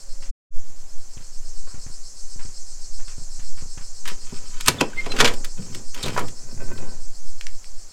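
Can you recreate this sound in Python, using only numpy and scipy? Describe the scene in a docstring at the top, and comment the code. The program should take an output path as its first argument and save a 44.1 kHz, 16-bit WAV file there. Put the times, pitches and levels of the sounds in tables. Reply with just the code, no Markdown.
"""Soft double thumps come as the microphone is carried along a porch while cicadas chirr;
the sound soon drops out for a moment and returns.
A brass slide bolt is gripped, turned and dragged back, squeaking, until it rattles against its stop.
A glazed wooden door is pushed free of its frame and swings open with a soft rub.
Blows ring sets of resonances, rubbing is a stream of tiny blows, squeaks are gliding tones,
thumps are filtered fading pulses, and the cicadas and the open air are shaped noise."""
import sys
import numpy as np
from scipy import signal
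from scipy.fft import rfft, irfft, next_fast_len
from scipy.io import wavfile
from scipy.ndimage import uniform_filter1d

SR = 44100
rng = np.random.default_rng(int(sys.argv[2]) if len(sys.argv) > 2 else 0)


def dump(signal):
    """Clip the signal to [-1, 1] and save it as 16-bit WAV at the path in sys.argv[1]."""
    limited = np.clip(np.atleast_2d(signal).T, -1, 1)
    pcm = np.round(limited * 32767).astype(np.int16)
    wavfile.write(sys.argv[1], SR, pcm)


N = 349676
TIME = np.arange(N) / SR

# resonances of the bolt and its plate: pitch_hz, width_hz, level_db
BRASS_MODES = [(982, 36, 0), (1200, 24, -5), (1290, 26, -5), (1470, 36, -3), (1770, 40, -4), (2110, 36, -7),
               (2331, 32, -3), (2520, 36, 1), (2770, 60, -3), (3001, 30, -4), (3053, 30, -4),
               (3215, 26, -3), (3520, 60, -6), (3870, 60, -5), (4802, 28, -5), (5189, 26, -4),
               (5840, 30, -9), (6100, 50, -9), (6880, 44, -6), (7420, 40, -7), (8200, 70, -13),
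               (9700, 40, -12)]
# colour of the dense crack that fills in between them: pitch_hz, level_db
BRASS_CRACK = [(150, 2.5), (600, -23), (1200, 3.5), (2600, 4.5), (4500, 2.5), (7500, -0.5), (10000, -7),
               (13000, -10), (16000, -17)]
# hand movements, shared with the door: start_s, length_s, scrape_db (brass), rub_db, rumble_db (both wood)
STROKES = [(4.054, 0.047, -36.5, -48.5, -68), (4.21, 0.62, -53, -56, -55.5), (4.674, 0.14, -37.5, -31, -32),
           (4.888, 0.25, -43, -43, -43), (5.066, .12, -40, -35, -43), (5.184, 0.094, -29, -30, -42.5),
           (5.569, 0.23, -56, -50.5, -45.5), (5.944, .07, -41.5, -45.5, -66),
           (6.033, 0.18, -39, -38, -35.5), (6.805, 0.051, -54.5, -40.5, -52)]
STROKE_ATTACK_S = 0.0069
# brass striking brass: start_s, level_db, treble_db, ring_s (time for the added fade to fall 20 dB)
CLICKS = [(4.055, -32.5, -10, 0.02), (4.076, -28.5, -0.5, 0.097), (4.608, -27, 4, 0.01),
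          (4.66, -26, 19, .02), (4.682, -1.5, 2.5, 0.022), (4.8097, -7, -10, 0.009),
          (4.932, -44, -18, .016), (5.06, -29, -21, 0.064), (5.118, -25.5, -31, .03),
          (5.164, -27, -14, 0.029), (5.188, -20, -25, .04), (5.202, -7.5, -26, 0.039),
          (5.21, -11, -15, 0.014), (5.245, -12, -37, 0.02), (5.253, -14, -29, 0.058),
          (5.276, -18.5, -34, 0.021), (5.3, -46, -4, 0.017), (5.337, -35, 18, .025), (5.445, -30, 6, .037),
          (5.747, -32, 5, 0.019), (5.945, -34, 17, 0.018), (6.028, -30.5, 24, .06),
          (6.06, -29.5, -5, 0.037), (6.081, -29.5, -2, .034), (6.175, -30, 2, 0.037),
          (6.191, -31.5, 17, .031), (6.282, -40, -1, 0.041), (6.778, -42, -1, 0.027)]


def bolt(longest_bounce_s=0.0038, bounce_db=-8):
    """The bolt clacks in its guides, bounces once each time, and scrapes between the clacks."""
    clacks, effort = np.zeros(N), np.zeros(N)
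    for at, db, treble_db, ring_s in CLICKS:
        bounce_delay = longest_bounce_s * rng.uniform(.5, 1)
        for delay, drop_db in (0, 0), (bounce_delay, bounce_db):
            clack = ring(BRASS_MODES, BRASS_CRACK, crack_db=8.0, t60=0.07)
            clack = brighten(clack, treble_db, corner_hz=4060) * fade(3 * ring_s, size=7000)
            add(clacks, at + delay, amp(db + drop_db) * unit(clack, count=200))
        # the scrape grows by 60 dB in 0.035 s just before the bolt strikes
        run_up = fade(.035)[::-1]
        add(effort, at - len(run_up) / SR, amp(db - 8) * run_up)
    for start, length, scrape_db, _, _ in STROKES:
        movement = stroke(start, length, STROKE_ATTACK_S, t60=0.17)
        effort = np.maximum(effort, amp(scrape_db) * movement)
    scrape = friction(BRASS_MODES, BRASS_CRACK, rate=1100, spread_db=6, crack_db=7, t60=.016)
    scrape = unit(brighten(scrape, treble_db=-6.5, corner_hz=4000))
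    return clacks + scrape * effort


# surfaces sticking and slipping fast enough to sing:
# centre_s, length_s, start_hz, end_hz, level_db, octave_db, waver (typical pitch error as a share)
SQUEAKS = [(4.676, 0.0078, 4000, 4460, -27, 9, 0.018), (4.791, 0.025, 3450, 3570, -28, -22, 0.036),
           (4.936, 0.01, 1540, 1586, -33, -19, 0.033), (4.993, 0.058, 2076, 2142, -19, -23, 0.01),
           (5.117, 0.049, 4110, 4050, -30.5, -32, 0.0033), (5.123, 0.017, 2730, 2670, -28, -21, 0.022),
           (5.609, 0.061, 188.4, 178, -26.5, -32, 0.074), (6.037, 0.03, 3960, 3660, -27, -8, 0.12),
           (6.058, .016, 3810, 3970, -31.5, -9, 0.057)]


def squeaks():
    """Stick and slip sings a gliding tone and its octave; an unsteady grip makes some of them hoarse."""
    out = np.zeros(N)
    for centre, length, start_hz, end_hz, db, octave_db, waver in SQUEAKS:
        size = int(length * SR)
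        wobble = unit(uniform_filter1d(rng.standard_normal(size), size=60))
        hz = np.linspace(start_hz, end_hz, size) * (1 + waver * wobble)
        phase = 2 * np.pi * np.cumsum(hz) / SR
        tone = np.sin(phase) + amp(octave_db) * np.sin(2 * phase)
        add(out, centre - length / 2, np.sqrt(2) * amp(db) * np.hanning(size) * tone)
    return out


# resonances of the door leaf and its panes: pitch_hz, width_hz, level_db
WOOD_MODES = [(84, 14, -12), (110, 18, -8), (177, 22, -2), (245, 30, -9), (295, 30, -10), (372, 24, -4),
              (434, 26, -1), (478, 30, -5), (628, 45, -2), (760, 58, -9), (985, 40, -1), (1200, 40, -6),
              (1500, 55, -9)]
# colour of the dense crack that fills in between them: pitch_hz, level_db
WOOD_CRACK = [(50, -10), (170, -1), (450, -1), (1000, -4), (1700, -9), (3000, -22), (8000, -42)]
# blows into the leaf: start_s, level_db, pitch_hz (of the spot that is struck)
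KNOCKS = [(4.113, -39.5, 267), (4.322, -32.5, 179), (4.683, -13, 483), (4.688, -22, 170), (4.811, -11, 464),
          (4.817, -18.5, 191), (5.063, -27, 556), (5.204, -18, 694), (5.224, -19, 450), (5.245, -19.5, 590),
          (5.589, -33, 168), (5.687, -58, 159), (5.753, -39.5, 191), (6.061, -29.5, 550), (6.092, -30, 220),
          (6.163, -25, 1530), (6.177, -19, 1430), (6.207, -29.5, 400)]
# dry hinge ticks as the door comes to rest: start_s, level_db
TICKS = [(7.411, -32), (7.468, -30), (7.644, -44)]
# colour of those ticks: pitch_hz, level_db
TICK_COLOUR = [(700, -26), (1300, -20), (1800, 12), (2700, 6.5), (4000, 4), (5000, 12), (8000, 0),
               (15000, -26)]
# resonances of the hinge rub: pitch_hz, width_hz, level_db
HINGE_MODES = [(376, 50, 6), (434, 78, 4.5), (548, 46, 0.5), (651, 19, -2.5), (1017, 34, -8.5),
               (1505, 46, -11), (1540, 18, -5.5), (2010, 44, -7.5), (2500, 170, 2), (3100, 500, -16)]
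# colour of the deep rumble of the moving leaf: pitch_hz, level_db
RUMBLE_COLOUR = [(40, -16.5), (70, 1.5), (120, 0.5), (240, -6.5), (450, -23), (1000, -44)]


def door(swing_t60=0.86):
    """The leaf booms and shudders under each blow, rubs and rumbles as it moves; its hinges grind and tick."""
    blows, rubbing = np.zeros(N), np.zeros(N)
    for at, db, hz in KNOCKS:
        knock = ring(WOOD_MODES, WOOD_CRACK, crack_db=-1.5, t60=0.085)
        knock = band(knock, hz / 2.2, hz * 1.9)
        add(blows, at, amp(db) * unit(knock, count=400))
        # the leaf and its loose panes shudder on
        add(rubbing, at, amp(db - 14) * fade(0.34, size=20000))
    for at, db in TICKS:
        tick = noise(TICK_COLOUR, size=12000) * fade(0.01)
        add(blows, at, amp(db) * unit(tick, count=200))

    # the foot of the opening door rumbles over the floor
    rumbling = amp(-37.5) * stroke(start=6.376, length=0.38, attack_s=0.28, t60=swing_t60)
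    for start, length, _, rub_db, rumble_db in STROKES:
        movement = stroke(start, length, STROKE_ATTACK_S, t60=0.54)
        rubbing = np.maximum(rubbing, amp(rub_db) * movement)
        rumbling = np.maximum(rumbling, amp(rumble_db) * movement)
    # the hinge groans most towards the end of the swing
    swing = amp(-43) * stroke(start=6.324, length=0.44, attack_s=0.43, t60=swing_t60)

    rub = friction(WOOD_MODES, WOOD_CRACK, rate=600, spread_db=7, crack_db=4, t60=0.09)
    rub = unit(brighten(band(rub, 190, 9000), treble_db=-20.5, corner_hz=463))
    hinge = friction(HINGE_MODES, WOOD_CRACK, rate=240, spread_db=6, crack_db=-2, t60=.03)
    rumble = friction(WOOD_MODES[:2], RUMBLE_COLOUR, rate=300, spread_db=6, crack_db=10, t60=.06)
    return blows + rub * rubbing + rumble * rumbling + hinge * swing


# soft double thumps with grit: start_s, thump_db, grit_db, grit_pitch_hz
THUMPS = [(.224, -47, -47.5, 1470), (0.699, -46, -74, 700), (1.171, -34, -50, 1700),
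          (1.672, -47, -48.5, 820), (1.744, -32.5, -52, 1060), (1.865, -33.5, -52.5, 950),
          (2.361, -36, -73, 700), (2.393, -42, -46.5, 1280), (2.452, -33, -53.5, 1400),
          (2.991, -52, -50, 1100), (3.078, -47, -46, 1750), (3.182, -32.5, -63, 700),
          (3.394, -38, -50, 1630), (3.575, -43, -49, 1430), (3.624, -32.5, -55, 700),
          (3.775, -33.5, -45, 1130)]


def double_thumps(second_lag_s=.035, second_db=-6.5):
    """Soft double thumps as the microphone is carried, the second weaker, each with a little grit."""
    out = np.zeros(N)
    for at, thump_db, grit_db, grit_hz in THUMPS:
        for delay, drop_db in (0, 0), (second_lag_s, second_db):
            thump = band(fade(0.043), 22, 256, order=1)
            # cubing the noise makes it crackle: a few grains stand out
            grit = band(rng.standard_normal(12000) ** 3, grit_hz / 2, grit_hz * 2) * fade(0.14)
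            both = amp(thump_db) * unit(thump, count=400) + amp(grit_db) * unit(grit, count=400)
            add(out, at + delay, amp(drop_db) * both)
    return out


def porch(x, wet_db=-13, low_t60=0.18, high_t60=0.15):
    """Wall, roof and flagstones return a short tail that loses its treble first."""
    hiss = rng.standard_normal(20000)
    low_tail = band(hiss, 82, 2960) * fade(low_t60, size=20000)
    high_tail = band(hiss, 1300, 10700) * fade(high_t60, size=20000)
    tail = low_tail + amp(-0.5) * high_tail
    tail = tail * (1 - np.exp(-TIME[:len(tail)] / 0.0026))
    return x + amp(wet_db) * signal.fftconvolve(x, tail / np.linalg.norm(tail))[:N]


# cicada resonances: pitch_hz, width_hz, level_db, lag_chirps, throb_db (swing each way)
CICADAS = [(4646, 950, -1, 0.04, 3.5), (5324, 590, -0.5, 0.058, 5), (6260, 1090, 2.5, 0.38, 3),
           (7275, 650, 0.5, 0.42, 1.5), (7874, 1060, 0.5, 0.1, 4), (8850, 3000, -7, 0.12, 2)]
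# loudness of the whole song as the microphone is carried: time_s, level_db
SONG_LEVEL = [(0, -49), (.3, -47), (.8, -49.5), (1.9, -44.5), (2.5, -43.5), (4.4, -43.5), (5.9, -43.5),
              (7.1, -47.5), (7.93, -48.5)]
# how the hut shades the leading cicada: time_s, level_db
SHADE = [(.3, 1.5), (.55, -9), (.95, -2), (1.4, 0)]
# pace of the song, which settles early on: time_s, chirps_per_s
CHIRP_RATE = [(1.3, 8.9), (2.2, 7.85)]


def cicadas(tymbal_hz=125, buzz=0.23, waver_db=0.94, echo_s=.0033, echo_db=-8):
    """Tymbals buzz in a few resonances that swell in turn, about eight chirps a second; the ground echoes."""
    chirp = np.cumsum(curve(CHIRP_RATE)) / SR
    chirp = chirp - np.interp(2.95, TIME, chirp)  # a chirp with no lag peaks at 2.95 s
    out = 0
    for hz, width_hz, db, lag, throb_db in CICADAS:
        waver = unit(uniform_filter1d(rng.standard_normal(N), size=3000))
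        tymbal_phase = 2 * np.pi * np.cumsum(tymbal_hz * (1 + 0.089 * waver)) / SR
        clicks = rng.standard_normal(N) * (1 + buzz * np.sin(tymbal_phase))
        song = unit(band(clicks, hz - width_hz / 2, hz + width_hz / 2, order=3))
        throb = throb_db * np.cos(2 * np.pi * (chirp - lag))
        leads = lag < .2  # these resonances belong to the leading cicada
        out = out + song * amp(db + throb + waver_db * waver + leads * curve(SHADE))
    echo = amp(echo_db) * np.roll(out, int(echo_s * SR))
    return unit(out + echo) * amp(curve(SONG_LEVEL))


# colour of the open air: pitch_hz, level_db (per Hz)
AIR_COLOUR = [(20, 11), (50, 6), (90, 2), (180, -2), (350, -4), (560, -3.5), (1200, -7), (2000, -11),
              (3500, -14), (9000, -14), (12000, -18), (16000, -25)]
# colour of slow pressure swings on the moving microphone: pitch_hz, level_db (per Hz)
SWAY_COLOUR = [(1, 10), (4, 4), (8, -12.5), (13, 4.5), (17, -27), (30, -33), (50, -41), (100, -67),
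               (300, -110)]
# faint far hum at the start: pitch_hz, level_db
HUM = (548, -62.5)
# the moment without sound: start_s, end_s
SILENCE = (0.3137, 0.5046)


def air(air_db=-54, sway_db=-17.5):
    """Noise for open air that wavers a little, slow pressure swings on the microphone, and a far hum."""
    slow = uniform_filter1d(rng.standard_normal(N), size=4000)
    waver_db = 0.42 * unit(uniform_filter1d(slow, size=4000))
    hum_hz, hum_db = HUM
    hum = unit(band(rng.standard_normal(N), hum_hz - 6, hum_hz + 6))
    hum = amp(hum_db) * hum * (TIME < SILENCE[1])
    sway = noise(SWAY_COLOUR, N) * signal.windows.tukey(N, .03)
    return amp(air_db + waver_db) * noise(AIR_COLOUR, N) + amp(sway_db) * sway + hum


def ring(modes, colour, crack_db, t60, scatter_db=2, size=7000):
    """A body's answer to one blow: its resonances, shared out anew each time, and a short dense crack."""
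    hz, width, db = np.transpose(modes)[:, :, None]
    t = TIME[:size]
    gain = amp(db + scatter_db * rng.standard_normal(hz.shape))
    waves = np.sin(2 * np.pi * (hz * t + rng.random(hz.shape)))
    # a wider resonance dies away sooner
    tones = np.sum(gain * np.exp(-np.pi * width * t) * waves, axis=0)
    crack = noise(colour, size) * fade(t60, size)
    body = unit(tones, count=200) + amp(crack_db) * unit(crack, count=200)
    return body * (1 - np.exp(-t / 0.00074))


def friction(modes, colour, rate, spread_db, crack_db, t60, count=4):
    """Stick and slip: uneven tiny jerks (rate per s) at a few contact points, in spurts, each shake the body."""
    # surfaces catch and let go: a level drifting over about 0.02 s, at most 5 dB each way
    drift = unit(uniform_filter1d(rng.standard_normal(N), size=int(.02 * SR)))
    spurts = amp(2.5 * np.clip(drift, -2, 2))
    out = 0
    for _ in range(count):
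        happens = rng.random(N) < rate / count / SR
        strength = amp(spread_db * np.clip(rng.standard_normal(N), -2, 2))
        jerks = happens * strength * spurts * rng.choice([-1, 1], N)
        out = out + signal.oaconvolve(jerks, ring(modes, colour, crack_db, t60))[:N]
    return unit(out)


def stroke(start, length, attack_s, t60):
    """Gain of one movement: it gathers speed, holds, and dies away."""
    rise = np.clip((TIME - start) / attack_s, 0, 1)
    return rise * np.exp(-np.log(1000) * np.maximum(TIME - start - length, 0) / t60)


def amp(db):
    """Turn decibels into a plain gain."""
    return 10 ** (np.asarray(db) / 20)


def curve(rows):
    """Rows of (time_s, value) joined by straight lines."""
    return np.interp(TIME, *np.transpose(rows))


def unit(x, count=None):
    """Scale to rms 1 over the first count samples, or over all of them."""
    return x / np.sqrt(np.mean(x[:count] ** 2))


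def noise(points, size):
    """Noise of rms 1 whose spectrum follows (pitch_hz, level_db) points."""
    hz, db = np.transpose(points)
    length = next_fast_len(size)
    log_hz = np.log(np.fft.rfftfreq(length, 1 / SR) + 1e-9)
    gain = amp(np.interp(log_hz, np.log(hz), db))
    return unit(irfft(rfft(rng.standard_normal(length)) * gain, length)[:size])


def band(x, lo_hz, hi_hz, order=2):
    """Keep the pitches between two limits."""
    edges = [lo_hz, min(hi_hz, SR / 2 - 1)]
    return signal.sosfilt(signal.butter(order, edges, "band", fs=SR, output="sos"), x)


def brighten(x, treble_db, corner_hz):
    """A treble shelf: harder contact gives more treble."""
    low = signal.lfilter(*signal.butter(1, corner_hz, fs=SR), x)
    return low + amp(treble_db) * (x - low)


def fade(t60, size=12000):
    """A dying gain that falls by 60 dB in t60 seconds."""
    return np.exp(-np.log(1000) * TIME[:size] / t60)


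def add(track, at, sound):
    """Mix a sound into a track at a time in seconds."""
    start = int(at * SR)
    track[start:start + len(sound)] += sound[:N - start]


def scene():
    """Everything lies straight ahead; the two ears differ only a little."""
    near = porch(bolt() + squeaks() + door() + double_thumps())
    song = cicadas()
    mid = near + song + air()
    aside = amp(-49.5) * brighten(near, treble_db=12, corner_hz=3000) + amp(-44) * song
    side = band(np.roll(aside, shift=150), 60, 16000) + amp(-72) * noise(AIR_COLOUR, N)
    return np.array([mid + side, mid - side])


def record(dry, ceiling_db=2.5, recover_db_per_s=14, top_hz=16100):
    """The sound drops out for a moment, a limiter ducks loud peaks, overloads clip, and the top is cut."""
    start, end = SILENCE
    gate = np.maximum(np.clip((start - TIME) / 0.02, 0, 1), np.clip((TIME - end) / 0.07, 0, 1))
    peak_db = 20 * np.log10(np.abs(dry).max(axis=0) + 1e-9)
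    over_db = np.maximum(peak_db - ceiling_db, 0)
    # the ducking jumps up with each peak and recovers at a steady pace
    recovery_db = recover_db_per_s * TIME
    duck_db = np.maximum.accumulate(over_db + recovery_db) - recovery_db
    gain = amp(-uniform_filter1d(duck_db, size=200)) * np.sin(np.pi / 2 * gate) ** 2
    sound = np.clip(dry * gain, -1, 1)
    return signal.sosfilt(signal.ellip(8, .2, 70, top_hz, fs=SR, output="sos"), sound)


dry = scene()
out = record(dry)
dump(out)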